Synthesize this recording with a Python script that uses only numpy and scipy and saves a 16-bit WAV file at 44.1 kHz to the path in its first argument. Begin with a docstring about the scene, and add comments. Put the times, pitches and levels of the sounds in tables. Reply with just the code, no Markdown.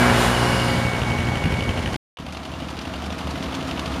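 """Flooded field: a single-cylinder diesel walking tractor ploughs, heard from the side, then from behind
after a short silence. Each engine cycle brings the same exhaust thumps and metal knocks over rattling
gears; from behind, mud spatters off the wheels and metal ticks. A faster engine, probably a motorbike,
recedes at the start; another draws near at the end."""
import sys
import numpy as np
from scipy import signal
from scipy.fft import rfft, irfft
from scipy.io import wavfile
from scipy.ndimage import uniform_filter1d

SR = 44100
rng = np.random.default_rng(int(sys.argv[2]) if len(sys.argv) > 2 else 0)


def generate_wav(signal):
    """Clip the signal to [-1, 1] and save it as 16-bit WAV at the path in sys.argv[1]."""
    frames = np.transpose(np.atleast_2d(signal))
    scaled = np.clip(frames, -1, 1) * 32767
    pcm = np.round(scaled).astype(np.int16)
    wavfile.write(sys.argv[1], SR, pcm)


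N = 176400

FIRING_HZ = 11.93
KNOCK_RISE_MS, PUFF_RISE_MS = .3, 1.2
# engine block spectrum from behind (frequency [Hz], gain [dB])
REAR_BLOCK_SPECTRUM = [(100, -15), (400, 2.5), (670, 11.5), (800, 8.5), (1320, 2), (1700, -15.5),
                       (2400, -4.5), (2520, 3), (2750, -2), (3050, -2.5), (3280, -2.5), (3550, 0),
                       (4250, -10.5), (4600, -2.5), (5550, -14), (6050, -11), (7000, -20.5), (10500, -18),
                       (15000, -38)]


def undb(db):
    return 10 ** (np.asarray(db) / 20)


def unit(x):
    """Scale to rms 1."""
    return x / np.sqrt(np.mean(x ** 2) + 1e-18)


def curves(table):
    """Each value column of a time table, per sample."""
    rows = np.array(table, float)
    return [np.interp(np.arange(N) / SR, rows[:, 0], col) for col in rows.T[1:]]


def noise():
    return rng.standard_normal(N)


def walk(rate_hz):
    """Random steps at rate_hz, smoothed twice; rms 1."""
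    hold = max(int(SR / rate_hz), 2)
    steps = np.repeat(noise()[:N // hold + 1], hold)
    return unit(uniform_filter1d(uniform_filter1d(steps, hold), hold)[:N])


def colour(x, spectrum):
    """Minimum-phase filter through (frequency [Hz], gain [dB]) points; rms 1."""
    hz, db = np.array(spectrum, float).T
    size = 2 * N
    bins_hz = np.maximum(np.arange(N + 1) * SR / size, 1)
    gain = undb(np.interp(np.log(bins_hz), np.log(hz), db))
    cepstrum = irfft(np.log(gain))
    cepstrum[1:N] *= 2
    cepstrum[N + 1:] = 0
    return unit(irfft(rfft(x, size) * np.exp(rfft(cepstrum)))[:N])


def resonance(hz, width_hz):
    """Noise band with a gliding centre; rms 1."""
    lowpass = signal.butter(2, width_hz / 2, fs=SR, output="sos")
    baseband = signal.sosfilt(lowpass, noise() + 1j * noise())
    return unit((baseband * np.exp(2j * np.pi * np.cumsum(hz) / SR)).real)


def partials(turns, orders, waver_db, waver_hz, smear_rad):
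    """Multiples of a shaft rate, each wavering in level and phase; rms 1."""
    out = 0
    for order, db in orders:
        gain = undb(db + waver_db * walk(waver_hz))
        drift_rad = smear_rad * np.sqrt(order) * walk(waver_hz)
        out = out - gain * np.cos(2 * np.pi * order * turns + drift_rad)
    return unit(out)


def impulses(times_s, sizes):
    """One impulse at each time."""
    out, at = np.zeros(N), np.round(times_s * SR).astype(int)
    inside = (at >= 0) & (at < N)
    np.add.at(out, at[inside], sizes[inside])
    return out


def bursts(hits, rise_ms, decay_ms):
    """Power envelope: quick rise, exponential decay after each hit."""
    ms = np.arange(SR // 10) / SR * 1000
    shape = (1 - np.exp(-ms / rise_ms)) * np.exp(-ms / decay_ms)
    return np.maximum(signal.fftconvolve(hits ** 2, shape ** 2)[:N], 0)


def envelope(trains, rise_ms):
    """Amplitude envelope of (impulse train, decay [ms]) pairs, summed in power."""
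    return np.sqrt(sum(bursts(hits, rise_ms, decay_ms) for hits, decay_ms in trains))


def single_hits(events):
    """One (impulse train, decay [ms]) pair per event."""
    return [(impulses(np.array([s]), undb([db])), decay_ms) for s, db, decay_ms in events]


def hum(hz=75.5):
    """Low hum, swelling and sinking under the chug."""
    # swells (time [s], level [dB])
    swells = [(2.18, -44), (2.6, -40.5), (2.8, -48), (3.02, -39), (3.13, -31.5), (3.2, -47), (3.29, -30.5),
              (3.5, -42), (3.7, -48), (4, -37)]
    db, = curves(swells)
    return undb(db) * partials(hz * np.arange(N) / SR, [(1, 0)], waver_db=0, waver_hz=14, smear_rad=.6)


def approaching_bike():
    """Distant exhaust note that swells and firms into a drone on its fourth order."""
    # approach (time [s], firing rate [Hz], note [dB], drone [dB])
    course = [(2.18, 65.05, -53, -60), (2.8, 65.34, -49.5, -56), (3.33, 65.6, -39, -51),
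              (3.46, 65.9, -40.5, -33), (3.69, 66.12, -43, -32), (3.77, 66.1, -40.5, -41),
              (3.88, 66.1, -38, -42), (4, 66.8, -41, -30)]
    # exhaust harmonics (order, relative level [dB])
    orders = [(1, -6), (5, -1), (6, -14), (7, -7.5), (8, -2.5), (10, -4), (11, -12)]
    firing_hz, note_db, drone_db = curves(course)
    turns = np.cumsum(firing_hz) / SR
    note = partials(turns, orders, waver_db=2, waver_hz=8, smear_rad=.12)
    drone = partials(turns, [(4, 0)], waver_db=.7, waver_hz=8, smear_rad=.06)
    return undb(note_db) * note + undb(drone_db) * drone


def chain():
    """Whir and scrape, perhaps the receding bike's chain, swelling briefly and sinking in pitch."""
    # whir (time [s], pitch [Hz], level [dB])
    whir_course = [(0, 2926, -35), (.28, 2920, -36), (.39, 2890, -32.5), (.55, 2880, -33),
                   (.69, 2876, -34.5), (.78, 2855, -43), (.95, 2890, -50.5), (1.2, 2854, -70)]
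    # whir resonances (ratio to pitch, width [Hz], relative level [dB])
    modes = [(1, 120, 2), (2.52, 700, -16), (3.16, 700, -13), (3.5, 900, -13.5)]
    # scrape (time [s], centre [Hz], level [dB])
    scrape_course = [(0, 5000, -41), (.25, 5120, -47.5), (.4, 5020, -38.5), (.55, 4850, -39.5),
                     (.69, 4590, -38), (.8, 4421, -44), (.95, 4380, -54), (1.2, 4400, -72)]
    whir_hz, whir_db = curves(whir_course)
    scrape_hz, scrape_db = curves(scrape_course)
    whir = unit(sum(undb(db) * resonance(ratio * whir_hz, width_hz) for ratio, width_hz, db in modes))
    return undb(whir_db) * whir + undb(scrape_db) * resonance(scrape_hz, width_hz=1000)


def receding_bike(pulsing_db=1.5):
    """Exhaust note, roar pulsing with each crank turn, tyre hiss and gear whine, all fading away."""
    # retreat (time [s], firing rate [Hz], note [dB], roar [dB], hiss [dB])
    course = [(0, 60.76, -16, -19.5, -31.5), (.12, 60.25, -18.5, -20, -32.5),
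              (.225, 60.28, -19.5, -20.5, -27.5), (.36, 59.7, -21, -24, -34), (.5, 59.7, -21.5, -24.5, -35),
              (.75, 59.48, -24, -29, -38), (1.05, 59.71, -28.5, -33, -46), (1.5, 59.38, -32, -35, -50.5),
              (1.97, 59.88, -33, -42, -53)]
    # gear whine (time [s], pitch [Hz], level [dB])
    whine_course = [(0, 2294, -30.5), (.12, 2272, -33), (.17, 2270, -44), (.43, 2250, -44), (.5, 2246, -35),
                    (.67, 2238, -37), (.72, 2237, -33), (.82, 2236, -34), (.885, 2235, -29),
                    (.96, 2235, -34), (1.01, 2234, -46), (1.07, 2234, -33), (1.36, 2235, -36),
                    (1.47, 2230, -34.5), (1.73, 2236, -38), (1.8, 2240, -49), (1.97, 2240, -56)]
    # exhaust and gear partials (ratio to pitch, relative level [dB])
    note_orders = [(1, -6.5), (2, 2.5), (3, -6), (4, 1), (5, -8), (6, -3.5), (7, -8.5), (8, -13), (9, -5),
                   (11, -10.5), (12, -7.5), (13, -20.5), (14, -9.5), (16, -11.5), (18, -10.5), (20, -19),
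                   (22, -13.5), (23, -10), (25, -9), (26, -11.5), (27, -10.5)]
    whine_orders = [(1, 0), (1.279, -17), (.72, -17), (.372, -12)]
    # noise spectra (frequency [Hz], gain [dB])
    roar_spectrum = [(30, -38), (70, -0.5), (200, -6), (400, -3), (700, 0), (1100, 2), (1350, -2),
                     (1700, -1), (2500, -8.5), (3500, -16), (5000, -20.5), (15000, -60.5)]
    tyre_spectrum = [(500, -13.5), (1500, -15), (2400, -4), (2900, -2), (3400, 3), (5000, -4), (6200, -5),
                     (7200, -3.5), (8400, -5), (10000, -7), (12500, -12.5), (15000, -24.5)]
    firing_hz, note_db, roar_db, hiss_db = curves(course)
    whine_hz, whine_db = curves(whine_course)
    cycles = np.cumsum(firing_hz * (1 + .00206 * walk(25))) / SR
    crank_turns = 2 * cycles
    note = partials(cycles, note_orders, waver_db=1.4, waver_hz=11.96, smear_rad=.25)
    roar = colour(noise() * undb(pulsing_db * np.cos(2 * np.pi * crank_turns)), roar_spectrum)
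    whine = partials(np.cumsum(whine_hz) / SR, whine_orders, waver_db=1, waver_hz=35, smear_rad=.4)
    hiss = colour(noise(), tyre_spectrum)
    return undb(note_db) * note + undb(roar_db) * roar + undb(hiss_db) * hiss + undb(whine_db) * whine


def thud():
    """Lone dull thud."""
    # impact (time [s], gain [dB], decay [ms])
    events = [(1.46, -11.5, 10.3)]
    # thud spectrum (frequency [Hz], gain [dB])
    spectrum = [(30, -27.5), (80, -11), (160, -0.5), (220, 1.5), (340, -36), (2000, -67)]
    return envelope(single_hits(events), PUFF_RISE_MS) * colour(noise(), spectrum)


def mud(rms_db=-52.5):
    """Short, grainy spatters of wet mud flung off the wheels."""
    # spatters (time [s], relative level [dB])
    events = [(2.322, 0.5), (2.448, -1.5), (2.698, -0.5), (2.812, 1), (3.056, 1), (3.18, 0), (3.303, 3),
              (3.428, 1), (3.548, 3), (3.671, 3), (3.793, -2), (3.915, 0)]
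    # spatter spectrum (frequency [Hz], gain [dB])
    spectrum = [(500, -5), (2000, 7), (4500, 6), (6200, 0), (8500, -5), (11000, -8), (15000, -31)]
    times_s, db = np.array(events).T
    power = bursts(impulses(times_s, undb(db)), rise_ms=3.3, decay_ms=11.4)
    grains = np.sqrt(power) * noise() * undb(1.6 * walk(900))
    return undb(rms_db) * colour(grains, spectrum)


def ticks(rms_db=-50.5):
    """Crisp metal ticks, probably from the loose hitch."""
    # ticks (time [s], relative level [dB], decay [ms])
    events = [(2.371, -3.5, 3.5), (2.790, 0.5, 3), (3.125, 1, 2.5), (3.426, 3, 3.4), (3.542, 0, 2.8),
              (3.549, 1, 4), (3.711, 2.5, 4.6), (3.794, 6, 3.8), (3.859, 1, 5.6)]
    # tick spectrum (frequency [Hz], gain [dB])
    spectrum = [(500, -7), (1500, -7), (2300, 2.5), (2950, 4), (3800, 2), (5000, -4), (6500, -9),
                (9000, -17), (15000, -32)]
    return undb(rms_db) * colour(envelope(single_hits(events), KNOCK_RISE_MS) * noise(), spectrum)


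def casing(drive):
    """Metal engine casing ringing in damped modes; rms 1."""
    # modes (frequency [Hz], relative level [dB], T60 [ms])
    modes = [(2400, -6.5, 24), (2813, -0.5, 42), (2967, -3, 28), (3062, 1, 24), (3400, -8, 22),
             (4550, -16, 16), (6060, -19, 18)]
    out = 0
    for hz, db, t60_ms in modes:
        pole = np.exp(2j * np.pi * hz / SR - np.log(1000) * 1000 / (t60_ms * SR))
        out = out + undb(db) * signal.lfilter([1], [1, -pole], drive).imag
    return unit(out)


def clatter_blip(start_s=2.171, decay_s=.005, gain_db=-36):
    """Brief metallic scrap of engine clatter just before the silence ends."""
    age_s = np.arange(N) / SR - start_s
    clatter = colour(noise(), REAR_BLOCK_SPECTRUM) + 1.2 * casing(noise())
    return undb(gain_db) * (age_s > 0) * np.exp(-np.abs(age_s) / decay_s) * clatter


def strokes(start_s, offset_ms, db, scatter_db, jitter_ms=.4):
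    """One impulse per engine cycle, slightly uneven in time and strength."""
    # crank lag as the governor hunts (time [s], lag [ms])
    crank_lag = [(0, 2.5), (.6, -1.3), (.95, -2.5), (1.25, 0.1), (1.9, 2), (2.2, -1.2), (2.65, 0.97),
                 (3.25, 0.03), (3.6, 0.5), (4, -3)]
    cycles_s = start_s + np.arange(-30, 50) / FIRING_HZ
    jitter, scatter = rng.standard_normal((len(cycles_s), 2)).T
    late_ms = offset_ms + np.interp(cycles_s, *np.array(crank_lag).T) + jitter_ms * jitter
    return impulses(cycles_s + late_ms / 1000, undb(db + scatter_db * scatter))


def exhaust(start_s, thumps, spectrum, gas_db):
    """Pressure thumps, each with a puff of gas; rms 1."""
    trains = [(strokes(start_s, ms, db, scatter_db=.1), decay_ms) for ms, db, decay_ms in thumps]
    gas = unit(envelope(trains, PUFF_RISE_MS) * noise())
    pressure = unit(sum(hits for hits, _ in trains))
    return colour(undb(gas_db) * gas - pressure, spectrum)


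def knocking(start_s, knocks, spectrum, ring_db):
    """Combustion knock, piston slap and valves crack in the block and ring the casing."""
    trains = [(strokes(start_s, ms, db, scatter_db=.7), decay_ms) for ms, db, decay_ms in knocks]
    crack = envelope(trains, KNOCK_RISE_MS) * noise()
    blows = unit(sum(hits for hits, _ in trains))
    return colour(crack, spectrum) + undb(ring_db) * casing(blows + unit(crack) / 2)


def gears(spectrum, flutter_db):
    """Gear rattle: noise with a fast level flutter; rms 1."""
    return colour(noise() * undb(flutter_db * walk(300)), spectrum)


def tractor_side(start_s=0):
    """Exhaust, knocks and gears from the side."""
    # strokes per cycle (offset [ms], relative level [dB], decay [ms])
    thumps = [(14.9, -3, 3.3), (28.75, -4, 3.2), (38, -10, 4), (63.3, -8, 1.4), (79.6, -5, 4)]
    knocks = [(13, 0, 5), (29.6, 0, 3.4), (57, -12, 6)]
    # spectra (frequency [Hz], gain [dB])
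    exhaust_spectrum = [(20, -36), (30, -17), (38, -4), (55, -4), (80, 4.5), (130, -1.5), (200, -7),
                        (300, -9.5), (450, -13), (1000, -34), (4000, -73)]
    block_spectrum = [(100, -21.5), (400, -8.5), (800, 2), (1200, -6.5), (1600, 0.5), (2400, 2), (2900, 2),
                      (3400, -9.5), (4200, -10.5), (7000, -21), (10500, -21), (15000, -40.5)]
    gear_spectrum = [(18, -42), (30, -25), (87, -2), (240, -3), (319, -13), (812, -11.5), (1300, -23),
                     (1520, -24.5), (2020, -18.5), (2240, -15), (2480, -27), (2900, -20.5), (3570, -25.5),
                     (9830, -38.5), (14900, -54.5)]
    # mix (time [s], exhaust [dB], knocks [dB], gears [dB])
    levels = [(0, -34, -42, -27.5), (.8, -30, -41, -26.5), (1.1, -26, -40, -26.5), (1.5, -26, -38.5, -28.3),
              (1.97, -30, -39, -27.5)]
    exhaust_db, knock_db, gear_db = curves(levels)
    return (undb(exhaust_db) * exhaust(start_s, thumps, exhaust_spectrum, gas_db=-2)
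            + undb(knock_db) * knocking(start_s, knocks, block_spectrum, ring_db=-4)
            + undb(gear_db) * gears(gear_spectrum, flutter_db=1.4))


def tractor_rear(start_s=2.2):
    """Exhaust, knocks and gears from behind."""
    # strokes per cycle (offset [ms], relative level [dB], decay [ms])
    thumps = [(-0.5, 4, 5.4), (7, -3.5, 3.8), (27, 1, 12), (49, 2.5, 5.9), (56.5, -6.5, 3.2),
              (65, -9.5, 5.4)]
    knocks = [(2, -1, 5), (7.5, -5, 4), (24, -7, 6.5), (65.6, 2.2, 4.2), (70.8, -1.8, 3.4)]
    # spectra (frequency [Hz], gain [dB])
    exhaust_spectrum = [(20, -39), (40, -32), (55, -12), (75, -1), (100, -15), (175, -1.5), (280, -4.5),
                        (340, -11.5), (430, -21.5), (1000, -31), (4000, -67)]
    gear_spectrum = [(18, -51), (30, -24), (64, -4), (80, -2), (102, -7), (234, -10.5), (266, -6.5),
                     (424, -17.5), (522, -14), (580, -17.5), (643, -10), (771, -13), (1370, -15),
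                     (1680, -20), (3570, -24), (9830, -41), (14900, -51)]
    # mix (time [s], exhaust [dB], knocks [dB], gears [dB])
    levels = [(2.18, -38, -43, -38.5), (2.6, -36.5, -43.5, -34.5), (3, -34.5, -40.5, -33.5),
              (3.35, -32.5, -41, -31.5), (4, -33, -40.5, -30)]
    exhaust_db, knock_db, gear_db = curves(levels)
    return (undb(exhaust_db) * exhaust(start_s, thumps, exhaust_spectrum, gas_db=-4)
            + undb(knock_db) * knocking(start_s, knocks, REAR_BLOCK_SPECTRUM, ring_db=-5)
            + undb(gear_db) * gears(gear_spectrum, flutter_db=.86))


def scene():
    """From the side, a short silence, then from behind; mono."""
    side_end_s, rear_start_s, fade_s = 1.965, 2.185, .003
    t = np.arange(N) / SR
    side, rear = tractor_side(), tractor_rear()
    side += receding_bike() + chain() + thud()
    rear += approaching_bike() + hum() + mud() + ticks()
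    side_gate = np.clip((side_end_s - t) / fade_s, 0, 1)
    rear_gate = np.clip((t - rear_start_s) / fade_s, 0, 1)
    return (side_gate * side + rear_gate * rear + clatter_blip())[None]


def record(dry):
    """Narrow treble notch, then a steep low-pass."""
    notch_hz, width_hz, top_hz = 7865, 260, 15000
    notched = signal.lfilter(*signal.iirnotch(notch_hz, notch_hz / width_hz, fs=SR), dry)
    return signal.sosfilt(signal.ellip(10, .2, 80, top_hz, fs=SR, output="sos"), notched)


dry = scene()
out = record(dry)
generate_wav(out)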